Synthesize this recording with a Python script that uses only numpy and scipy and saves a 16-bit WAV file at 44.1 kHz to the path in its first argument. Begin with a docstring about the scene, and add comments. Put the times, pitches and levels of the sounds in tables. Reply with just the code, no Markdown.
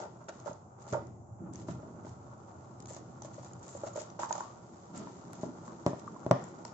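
"""A table in a small room, close to a phone: hands unpack a wired device from a moulded plastic tray.
Fingers and cable rub, rustle and scrape in tiny stick-slips; flicked walls ring, small parts tick and
click, and the cable zips over a rim. The tray rumbles and bumps on the table, then knocks hard twice
near the end, with two small plinks in between. The room adds a short, boomy tail over low, steady air."""
import sys
import numpy as np
from scipy import signal
from scipy.fft import rfft, irfft
from scipy.io import wavfile

SR = 44100
rng = np.random.default_rng(int(sys.argv[2]) if len(sys.argv) > 2 else 0)


def wav_record(signal):
    """Record a signal, one row per channel, as 16-bit PCM in the file named by sys.argv[1]."""
    frames = np.transpose(np.atleast_2d(signal))
    bounded = np.clip(frames, -1, 1)
    # unit amplitude maps onto the largest positive 16-bit level
    quanta = np.round(bounded * 32767).astype(np.int16)
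    wavfile.write(sys.argv[1], SR, quanta)


N = 297000
TIME = np.arange(N) / SR


def amp(db):
    """Decibels to gain."""
    return 10 ** (np.asarray(db) / 20)


def level(x, db=0):
    """Set the rms level."""
    return x * amp(db) / np.sqrt(np.mean(x ** 2) + 1e-18)


def peak(x, db=0):
    """Set the peak level."""
    return x * amp(db) / (np.abs(x).max() + 1e-18)


def span(seconds):
    """A time axis from zero."""
    return np.arange(max(int(seconds * SR), 2)) / SR


def fade(t, t60):
    """Exponential decay, 60 dB down after t60."""
    return np.exp(-np.log(1000) * t / t60)


def curve(table):
    """A fader ride: straight lines through (t/s, value) rows."""
    return np.interp(TIME, *np.transpose(table))


def add(track, at, sound):
    """Mix a sound into the stereo track at a time."""
    i = max(int(at * SR), 0)
    track[:, i:i + sound.shape[-1]] += sound[..., :N - i]


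def convolve(x, response):
    """Filter by an impulse response, keeping the length."""
    return signal.fftconvolve(np.atleast_2d(x), np.atleast_2d(response), axes=-1)[:, :x.shape[-1]]


def eq(x, points, size=4096):
    """Minimum-phase EQ through (f/Hz, level/dB) points."""
    hz, db = np.transpose(points)
    bins_hz = np.fft.rfftfreq(size, 1 / SR) + 1
    gain = amp(np.interp(np.log(bins_hz), np.log(hz), db))
    cepstrum = irfft(np.log(gain))
    cepstrum[1:size // 2] *= 2
    cepstrum[size // 2 + 1:] = 0
    return convolve(x, irfft(np.exp(rfft(cepstrum))))


def ring(modes, t):
    """Damped sines of (f/Hz, level/dB, t60/s) modes."""
    return sum(amp(db) * np.sin(2 * np.pi * hz * t) * fade(t, t60) for hz, db, t60 in modes)


def diffuse(pair, mic_gap_m=0.16):
    """Sound from all sides: the two microphones agree in the bass and part in the treble."""
    count = pair.shape[-1]
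    alike = .98 * np.sinc(2 * np.fft.rfftfreq(count, 1 / SR) * mic_gap_m / 343)
    mid, side = rfft(pair) * np.sqrt([1 + alike, 1 - alike])
    return irfft(np.array([mid + side, mid - side]), count) / np.sqrt(2)


def pan(x, left_db):
    """Pan by a level difference, left minus right."""
    return x * amp([[left_db / 2], [-left_db / 2]])


def arrival(t, lag_s):
    """Left and right time axes for the tray, which lies nearer the right microphone."""
    return np.maximum(t - np.array([[lag_s], [0]]), 0)


def slips(count, rate, spread_db):
    """Tiny random stick-slip releases of uneven size, each with its own strength left and right."""
    when = rng.random(count) < rate / SR
    size = amp(spread_db * np.minimum(rng.exponential(size=count), 4))
    return when * size * rng.standard_normal((2, count))


def burst(t, decay_s):
    """A brief stereo noise burst, its spectrum evened out so that no pitch lingers in the room."""
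    noise = rng.standard_normal((2, len(t)))
    envelope = fade(t, 2 * decay_s)
    for _ in range(4):
        phase = np.angle(rfft(noise * envelope))
        noise = irfft(np.exp(1j * phase), len(t))
    return noise * envelope


# room tone EQ: f/Hz, level/dB
AIR_EQ = [(15, -50), (25, -0.5), (38, -14), (96, -8), (205, -6.5), (352, -24.5), (734, -8.5), (1320, -24),
          (2000, -62.5), (3430, -63), (4280, -64.5), (4600, -50.5), (6980, -29), (7700, -34.5), (8700, -87),
          (11300, -107), (19100, -120)]
def room_tone(db=-57.5):
    """The low, steady air of the room and a faint hiss."""
    noise = diffuse(rng.standard_normal((2, N)))
    return level(eq(noise, AIR_EQ), db)


# fader ride of the tray being shifted: t/s, level/dB
BUMP_RIDE = [(0, -55), (0.35, -57), (0.84, -63.5), (0.95, -46.5), (1.3, -57.5), (1.6, -48), (1.9, -50),
             (2.25, -56), (3.0, -51.5), (3.8, -54.5), (4.85, -55.5), (4.98, -48.5), (5.2, -51.5),
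             (5.75, -52), (6.45, -47.5), (6.73, -54)]
# dull handling EQ: f/Hz, level/dB
BUMP_EQ = [(25, -40), (45, -48.5), (75, -21), (110, -1.5), (160, 3.5), (215, 6), (290, 0), (420, -3),
           (800, -30), (2000, -71.5)]
def bumps(gain_db=-1):
    """Hands shift the tray, sending soft bumps through the table."""
    jolts = diffuse(slips(N, 1200, spread_db=1))
    return level(eq(jolts, BUMP_EQ), gain_db) * amp(curve(BUMP_RIDE))


def finger_pressure(rate_hz=45, depth_db=1.92):
    """The grip is never even: a random level flutter in dB."""
    knots = rng.standard_normal(2048)
    return depth_db * np.interp(TIME * rate_hz, np.arange(len(knots)), knots)


# fader ride of the sliding fingers: t/s, level/dB
RUB_RIDE = [(0, -59), (0.47, -56), (0.7, -63.5), (0.96, -48.5), (1.2, -69), (1.5, -56.5), (2.4, -55.5),
            (3.6, -55.5), (3.82, -50.5), (4.1, -55), (4.33, -55), (4.55, -56), (4.85, -59), (5.05, -56),
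            (5.6, -53.5), (6.73, -52)]
# midrange EQ of skin on plastic: f/Hz, level/dB
RUB_EQ = [(60, -40), (200, -18), (400, 4.5), (640, 2), (820, 2), (1100, 1.5), (1400, -1.5), (1750, -18),
          (2600, -27), (4000, -36.5), (9000, -71)]
def rubbing(grip_db, gain_db=-2):
    """Fingers stick and slip over the tray, louder as they press."""
    friction = diffuse(slips(N, 1800, spread_db=2.5))
    return level(eq(friction, RUB_EQ), gain_db) * amp(curve(RUB_RIDE) + grip_db)


# tugs on thin plastic and cable: t/s, hold/s, level/dB, fizz/dB re level
TUGS = [(0.0, 0.0067, -52.5, -21), (0.332, 0.093, -64, -22), (0.463, 0.033, -55.5, -21),
        (0.796, 0.07, -66.5, -9), (0.884, 0.058, -55.5, -8), (1.538, 0.083, -61.5, -8),
        (1.682, 0.03, -56.5, -20), (2.063, 0.026, -59, -25), (2.894, 0.074, -55.5, -6.5),
        (3.243, 0.017, -58, -4.5), (3.336, 0.14, -61.5, -10), (3.634, 0.26, -60.5, -1.5),
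        (3.963, 0.054, -52, -2.5), (4.214, 0.027, -52, 0.5), (4.297, 0.11, -59, -2),
        (4.964, 0.023, -54.5, -19), (5.07, .1, -65.5, -17), (5.34, 0.021, -59.5, -10),
        (5.42, 0.025, -58, -10), (5.655, 0.027, -66, -1), (5.872, 0.015, -57.5, -4.5),
        (5.99, 0.014, -66, -13), (6.447, 0.053, -71, 0.5), (6.66, .02, -60, -17.5)]
# fader ride of the cable brushing faintly between tugs: t/s, level/dB
BRUSH_RIDE = [(0, -68.5), (0.7, -83), (1.4, -91), (1.7, -70.5), (1.95, -73), (2.3, -70.5), (3.1, -69),
              (4.6, -66.5), (5.2, -64.5), (6.73, -65.5)]
def tug_envelopes(attack_s=0.016, release_t60=0.18):
    """Gains for rustle and fizz: each tug builds, holds, and dies away as the plastic relaxes."""
    rustle_power, fizz_gain = amp(curve(BRUSH_RIDE)) ** 2, 0
    for at, hold, db, fizz_db in TUGS:
        attack = np.clip(1 + (TIME - at) / attack_s, 0, 1)
        release = fade(np.maximum(TIME - at - hold, 0), release_t60)
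        tug = amp(db) * attack * release
        rustle_power += tug ** 2
        fizz_gain += amp(fizz_db) * tug
    return np.sqrt(rustle_power), fizz_gain


# crisp EQ of rustling film: f/Hz, level/dB
RUSTLE_EQ = [(100, -60), (900, -33), (1800, 0), (2600, -6.5), (3600, -4.5), (5000, -2), (5900, 0.5),
             (6500, 4.5), (7500, 3.5), (9000, -37.5), (15000, -41.5)]
# sizzling EQ of taut film sliding quickly: f/Hz, level/dB
FIZZ_EQ = [(2000, -41), (5000, -20), (6300, 2), (7400, 8.5), (9000, -31)]
def rustle(grip_db, gain_db=-2):
    """Thin plastic crackles; under a tug it fizzes and its folds give way one by one."""
    crackle = level(eq(slips(N, 3200, spread_db=2.2), RUSTLE_EQ))
    folds = level(eq(slips(N, 130, spread_db=1.5), RUSTLE_EQ))
    fizz = level(eq(slips(N, 1200, spread_db=3), FIZZ_EQ))
    rustle_gain, fizz_gain = tug_envelopes()
    film = crackle * rustle_gain + (fizz + folds) * fizz_gain
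    return pan(film, 0.92) * amp(gain_db + grip_db / 2)


# fader ride of the tray being pressed and dragged: t/s, level/dB
RUMBLE_RIDE = [(0, -63.5), (0.85, -61.5), (1.0, -51.5), (1.5, -55.5), (2.1, -53.5), (2.5, -59.5),
               (3.3, -55.5), (4.0, -59.5), (4.6, -65.5), (6.73, -64.5)]
# low-end EQ of the table top: f/Hz, level/dB
RUMBLE_EQ = [(35, -31.5), (65, -13), (100, 3.5), (130, 3.5), (170, -15), (500, -67)]
def rumble(gain_db=1):
    """Soft, deep judder of the table top under the dragged tray."""
    judder = diffuse(slips(N, 600, spread_db=2))
    return level(eq(judder, RUMBLE_EQ), gain_db) * amp(curve(RUMBLE_RIDE))


# resonances of the hollow tray: f/Hz, level/dB, t60/s
TRAY_RING = [(450, -16, 0.021), (617, 1, 0.02), (669, -1, 0.023), (825, -11.5, 0.027), (1010, 2, 0.018),
             (1160, -2, 0.019), (1362, -5.5, 0.025), (1800, -21.5, 0.018)]
# EQ of an edge's dry rasp: f/Hz, level/dB
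RASP_EQ = [(400, -41), (1000, -7), (1450, 2), (2000, -13), (2700, -13), (4000, -17.5), (7500, -23),
           (10000, -40)]
# drags over an edge: t/s, length/s, rise/s, level/dB, f/Hz, tray/dB re edge ring,
# rasp/dB re level, hiss/dB re level, pan left/dB
SCRAPE_CUES = [(0, 0.066, 0.00069, -42.5, 900, 6, -11.5, -20, 0.5),
               (0.283, 0.021, 0.0027, -45.5, 900, 13, -1, -11, 4),
               (0.464, 0.032, 0.0048, -44.5, 614, 2, -13, -36, -9.5),
               (0.922, 0.039, 0.0036, -38, 468, -2.5, -16, -22, -8.5),
               (1.388, 0.14, 0.035, -43, 223, -21, -40, -52, -0.5),
               (1.678, 0.061, 0.0082, -43, 175, -11.5, -16, -24, -0.5),
               (1.735, 0.075, 0.013, -46, 144, -22, -40, -31, 0),
               (3.866, 0.015, 0.0028, -40.5, 610, 7, -14, -12, -3.5),
               (3.945, 0.054, 0.016, -47, 575, -4.5, -26, -8, -9),
               (4.19, 0.065, 0.0027, -41, 933, -3, -8, -11, -3.5),
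               (4.285, 0.022, 0.0055, -45.5, 974, -7, -22, -10, -3),
               (4.341, 0.15, .005, -50, 1123, -9, -11, -9, 2),
               (4.926, 0.17, 0.026, -45.5, 215, -4, -11, -19, 0),
               (5.432, 0.079, 0.027, -41, 262, -15, -26, -35, -1)]
def scrapes(slips_per_s=1200, edge_t60=0.022, rub_db=-2):
    """Cable or tray catches and slips on an edge, ringing edge and tray, rasping and hissing."""
    out, t = np.zeros((2, N)), span(0.28)
    tray = np.gradient(ring(TRAY_RING, t))  # tiny sharp slips favour the higher modes
    for at, length, rise, db, hz, tray_db, rasp_db, hiss_db, left_db in SCRAPE_CUES:
        stroke = np.minimum(t / rise, 1) * np.exp(-(t / length) ** 4)
        catches = diffuse(slips(len(t), slips_per_s, spread_db=1.1))
        attack = 1 - np.exp(-t * hz)  # the plastic takes a cycle to respond
        edge = level(convolve(catches, attack * ring([(hz, 0, edge_t60)], t)))
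        shell = level(convolve(catches, attack * tray)) + level(eq(catches, RUB_EQ), rub_db)
        body = level(edge + level(shell, tray_db))
        rasp = level(eq(catches, RASP_EQ), rasp_db)
        hiss = level(eq(slips(len(t), 2000, spread_db=3), RUSTLE_EQ), hiss_db)
        add(out, at, stroke * amp(db) * (pan(body, left_db) + rasp + pan(hiss, 1.8)))
    return out


# cable and fingertips catching a tray wall: t/s, level/dB, f/Hz, pan left/dB
FLICK_CUES = [(0.002, -40, 805, 9), (0.042, -39, 646, 4), (0.292, -36.5, 593, -3), (0.46, -35.5, 615, 9),
              (0.4665, -40, 564, -7), (0.477, -34, 920, -8.5), (0.512, -39, 625, 4),
              (0.9305, -26.5, 607, -2), (0.9345, -30.5, 1390, -5), (0.9435, -27, 885, -8),
              (0.947, -31.5, 1270, -2), (0.952, -24.5, 620, -4), (0.967, -30, 600, -2),
              (0.969, -43, 1350, -6), (0.977, -33, 547, -3), (1.831, -40.5, 640, 3),
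              (2.068, -40.5, 840, -1), (2.907, -40, 550, 2), (2.9645, -40.5, 682, 0), (3.22, -41, 850, 2),
              (3.248, -37.5, 646, 2), (3.381, -39.5, 588, 3), (3.75, -35.5, 562, -1),
              (3.756, -43.5, 625, 1), (3.835, -27.5, 567, 0), (3.8705, -34, 673, 4),
              (3.9585, -31.5, 613, 2), (3.976, -30, 592, 2), (4.015, -38, 590, 4), (4.194, -30.5, 764, -2),
              (4.233, -24, 1080, -2), (4.3078, -23, 878, -5), (4.3111, -33, 920, -4),
              (4.327, -36.5, 763, -1), (4.353, -30.5, 890, -2.5), (4.3805, -36.5, 784, -15),
              (4.406, -27, 960, -0.5), (5.072, -38.5, 960, 4), (5.337, -46, 690, 0), (5.679, -38, 1080, 0),
              (6.6505, -37, 926, -3)]
def flicks(gain_db=1, t60_cycles=13.1, overtone_db=-11, undertone_db=-14, grit_db=-10):
    """A flicked wall rings for a few cycles, at a pitch set by where it is touched."""
    out, t = np.zeros((2, N)), span(0.11)
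    attack = 1 - np.exp(-t / .0009)  # skin and rubber give way, softening the onset
    for at, db, hz, left_db in FLICK_CUES:
        t60 = t60_cycles / hz
        modes = [(hz, 0, t60), (1.433 * hz, overtone_db, t60), (0.87 * hz, undertone_db, t60)]
        wall = peak(ring(modes, arrival(t, lag_s=0.00019)) * attack)
        noise = rng.standard_normal((2, len(t))) * attack * fade(t, 2 * t60)
        grit = peak(eq(noise, RUB_EQ), grit_db)
        add(out, at, pan(peak(wall + grit, db + gain_db), left_db))
    return out


# small plastic parts and folds giving way: t/s, level/dB, f/Hz
TICK_CUES = [(0.241, -55, 6800), (0.288, -41.5, 6800), (0.399, -47.5, 6700), (0.5302, -49.5, 6470),
             (0.824, -50, 7000), (0.865, -53, 7040), (0.925, -39, 6550), (0.933, -41, 7000),
             (1.068, -54.5, 6900), (1.534, -45, 7540), (1.556, -41.5, 6300), (2.823, -48, 6860),
             (2.8572, -46, 6770), (2.8704, -48, 6680), (2.945, -44, 7030), (2.9647, -44, 6630),
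             (3.2207, -41, 6400), (3.232, -49, 6100), (3.246, -51, 6220), (3.3417, -46, 6900),
             (3.355, -56, 6800), (3.4284, -50, 7330), (3.446, -49, 7140), (3.482, -54, 7200),
             (3.5324, -45, 7080), (3.5932, -56, 7550), (3.6287, -48, 7300), (3.664, -46, 7240),
             (3.68, -43.5, 7160), (3.8564, -51, 7100), (3.8633, -46, 6880), (3.8814, -46, 7090),
             (3.933, -49, 7000), (3.938, -50, 7000), (3.961, -42, 6870), (4.004, -41, 6800),
             (4.1006, -45, 6120), (4.1935, -47, 6220), (4.231, -40, 7100), (4.2913, -49, 6340),
             (4.3112, -44, 7180), (4.3255, -25, 6670), (4.339, -48, 6700), (4.3534, -39, 6870),
             (4.379, -41.5, 6760), (4.4059, -41, 7000), (4.962, -48, 7280), (4.9747, -40.5, 7800),
             (4.9875, -48, 7300), (5.3517, -49, 6230), (5.4107, -47.5, 6800), (6.439, -42, 7300),
             (6.485, -51, 7420), (6.65, -39.5, 5480)]
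def ticks(gain_db=3, ring_db=6, rise_s=0.0017, snap_t60=0.0096, ring_t60=0.0071):
    """A brief, crumbly snap of hard plastic, coloured by the part's own high ring."""
    out, t = np.zeros((2, N)), span(.04)
    envelope = (1 - np.exp(-t / rise_s)) * fade(t, snap_t60)
    for at, db, hz in TICK_CUES:
        crumbs = slips(len(t), 9000, spread_db=1.5)
        snap = eq(crumbs * envelope, RUSTLE_EQ)
        ping = convolve(snap, ring([(hz, 0, ring_t60)], t))
        add(out, at, peak(peak(snap) + peak(ping, ring_db), db + gain_db))
    return pan(out, 1.3)


# resonances of the table: f/Hz, level/dB, t60/s
TABLE_RING = [(100, -9.5, 0.026), (132, 0, 0.073), (180, 7.5, 0.035), (266, 4, 0.046), (386, -0.5, 0.028)]
# bright EQ of cracking plastic: f/Hz, level/dB
CRACK_EQ = [(100, -37.5), (900, -20.5), (1900, 10.5), (2700, -5), (3500, -2.5), (4100, -5), (5700, -1),
            (7200, -9), (9000, 6), (15000, -19)]
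# the tray landing, edge after edge: t/s, level/dB, contact/ms, crack/dB re level, tray/dB re table
KNOCK_CUES = [(0.4951, -37, 2.4, -40, -9), (0.9254, -28.5, 3, -27, -5), (0.9357, -31.5, 1.3, -19, -13),
              (1.685, -29, 0.6, -21, -10), (1.688, -25.5, 1, -21, -3.5), (2.049, -32.5, 1.55, -16, 0),
              (2.802, -46.5, 2.8, -30, -10), (5.3338, -36, 0.4, -24, 1), (5.4331, -21.5, 1.16, -36, -3),
              (5.438, -27.5, 1.03, -35, 1), (5.8639, -10, 1.01, -11, -3), (5.8708, -23, 1.28, -32, 11),
              (5.876, -25.5, 1.5, -45, -1), (5.9324, -22, 1.1, -32, 0), (6.264, -18, 1.19, -17.5, -1),
              (6.3101, -10, 1.23, -20, -5), (6.3119, -5.5, 0.96, -11.5, 3.5),
              (6.3155, -13.5, 1.3, -21.5, -4), (6.317, -20.5, 2.87, -39, -14)]
def knocks(crack_decay_s=0.014):
    """Each blow pushes table and tray for a moment; the thin plastic cracks as it lands."""
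    out, t = np.zeros((2, N)), span(.15)
    table = ring(TABLE_RING, t)
    tray = pan(ring(TRAY_RING, arrival(t, lag_s=0.00016)), 0.5)
    for at, db, contact_ms, crack_db, tray_db in KNOCK_CUES:
        push = np.sin(np.pi * np.minimum(t * 1000 / contact_ms, 1))
        surface_speed = np.gradient(table + amp(tray_db) * tray, axis=-1)  # what the air follows
        thud = peak(convolve(surface_speed, -push))
        crack = peak(eq(burst(t, crack_decay_s), CRACK_EQ), crack_db)
        add(out, at, amp(db) * (thud + pan(crack, 1.7)))
    return out


# hard parts of the device touching: t/s, level/dB, decay/s, top shelf/dB
CLICK_CUES = [(2.802, -32.5, 0.029, -8), (2.8572, -30.5, 0.01, -7), (2.964, -38, 0.05, 3),
              (3.22, -36.5, 0.014, -18), (4.327, -34, 0.0087, -6), (5.3323, -31.5, 0.01, 17.5),
              (5.9943, -36, 0.045, -13.5), (6.6506, -29.5, 0.018, -20)]
# sharp click EQ: f/Hz, level/dB
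CLICK_EQ = [(300, -42), (2000, -7.5), (3200, -8.5), (5500, -2), (7500, -0.5), (10000, 10), (15000, -15)]
def clicks(left_db=2.5):
    """Hard on hard: an instant, bright click that is gone in milliseconds."""
    out, t = np.zeros((2, N)), span(.04)
    for at, db, decay_s, shelf_db in CLICK_CUES:
        click = peak(eq(burst(t, decay_s), CLICK_EQ), db)
        add(out, at, eq(click, [(7700, 0), (10500, shelf_db)]))
    return pan(out, left_db)


# the cable drawn over a rim: t/s, length/s, slip rate/Hz, level/dB
ZIP_CUES = [(2.876, 0.06, 150, -43), (3.689, 0.088, 255, -46)]
def zips(jitter=0.2, spread_db=1.5, slip_t60=0.0039):
    """The cable sticks and slips at a nearly even pace, each slip a tiny high tick."""
    out, t = np.zeros((2, N)), span(.01)
    for at, length, rate, db in ZIP_CUES:
        pace, sizes = rng.standard_normal((32, 2)).T
        delays = np.cumsum(1 + jitter * pace) / rate
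        grains = rng.standard_normal((len(pace), 2, len(t))) * fade(t, slip_t60)
        for delay, size, grain in zip(delays, sizes, grains):
            if delay < length:
                add(out, at + delay, peak(eq(grain, FIZZ_EQ), db + spread_db * size))
    return pan(out, 1.6)


# taps on a small hard part: t/s, level/dB, f/Hz, pan left/dB
PLINK_CUES = [(6.0773, -33.5, 1170, 3), (6.1628, -40, 1026, -7)]
def plinks(t60=0.026, rise_s=0.00073):
    """A tapped part rings in one clean mode that swells for a cycle and dies quickly."""
    out, t = np.zeros((2, N)), span(.06)
    attack = 1 - np.exp(-t / rise_s)
    for at, db, hz, left_db in PLINK_CUES:
        note = ring([(hz, 0, t60)], t) * attack
        add(out, at, pan(peak(note, db), left_db))
    return out


# reverb bands: low f/Hz, high f/Hz, t60/s, level/dB re the direct sound
REVERB_BANDS = [(79, 372, 0.25, -6), (391, 745, 0.24, -3), (802, 1466, 0.25, -3), (1830, 2600, 0.62, -7.5),
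                (2680, 6000, 0.54, -6.5)]
def room(x, build_s=0.0013):
    """Wall echoes build within milliseconds; the lows and mids are stronger, the treble lasts longer."""
    t = span(.8)
    noise, tail = diffuse(rng.standard_normal((2, len(t)))), 0
    for low_hz, high_hz, t60, db in REVERB_BANDS:
        envelope = fade(t, t60) * (1 - np.exp(-(t / build_s) ** 2))
        band = signal.sosfilt(signal.butter(3, [low_hz, high_hz], "band", fs=SR, output="sos"), noise)
        tail += amp(db) * band * envelope / np.sqrt(np.sum(envelope ** 2))
    return x + convolve(x, tail)


def scene():
    """Hits and friction go through the room, over the room tone; the plinks stay close and dry."""
    hits = knocks() + flicks() + ticks() + zips() + clicks()
    edges = scrapes()
    grip_db = finger_pressure()
    hands = bumps() + rubbing(grip_db) + rustle(grip_db)
    return room(hits + edges + hands + rumble()) + plinks() + room_tone()


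def record(dry, bass_hz=68, top_hz=7900, leak_db=-30):
    """The phone removes the deep bass and cuts the top steeply; a trace of the sharpest snaps gets past."""
    low_cut = signal.butter(3, bass_hz, "high", fs=SR, output="sos")
    high_cut = signal.ellip(8, .3, 65, top_hz, fs=SR, output="sos")
    ceiling = signal.ellip(8, .3, 60, 16000, fs=SR, output="sos")
    thin = signal.sosfilt(low_cut, dry)
    dulled = signal.sosfilt(high_cut, thin)
    return signal.sosfilt(ceiling, dulled + amp(leak_db) * thin)


dry = scene()
out = record(dry)
wav_record(out)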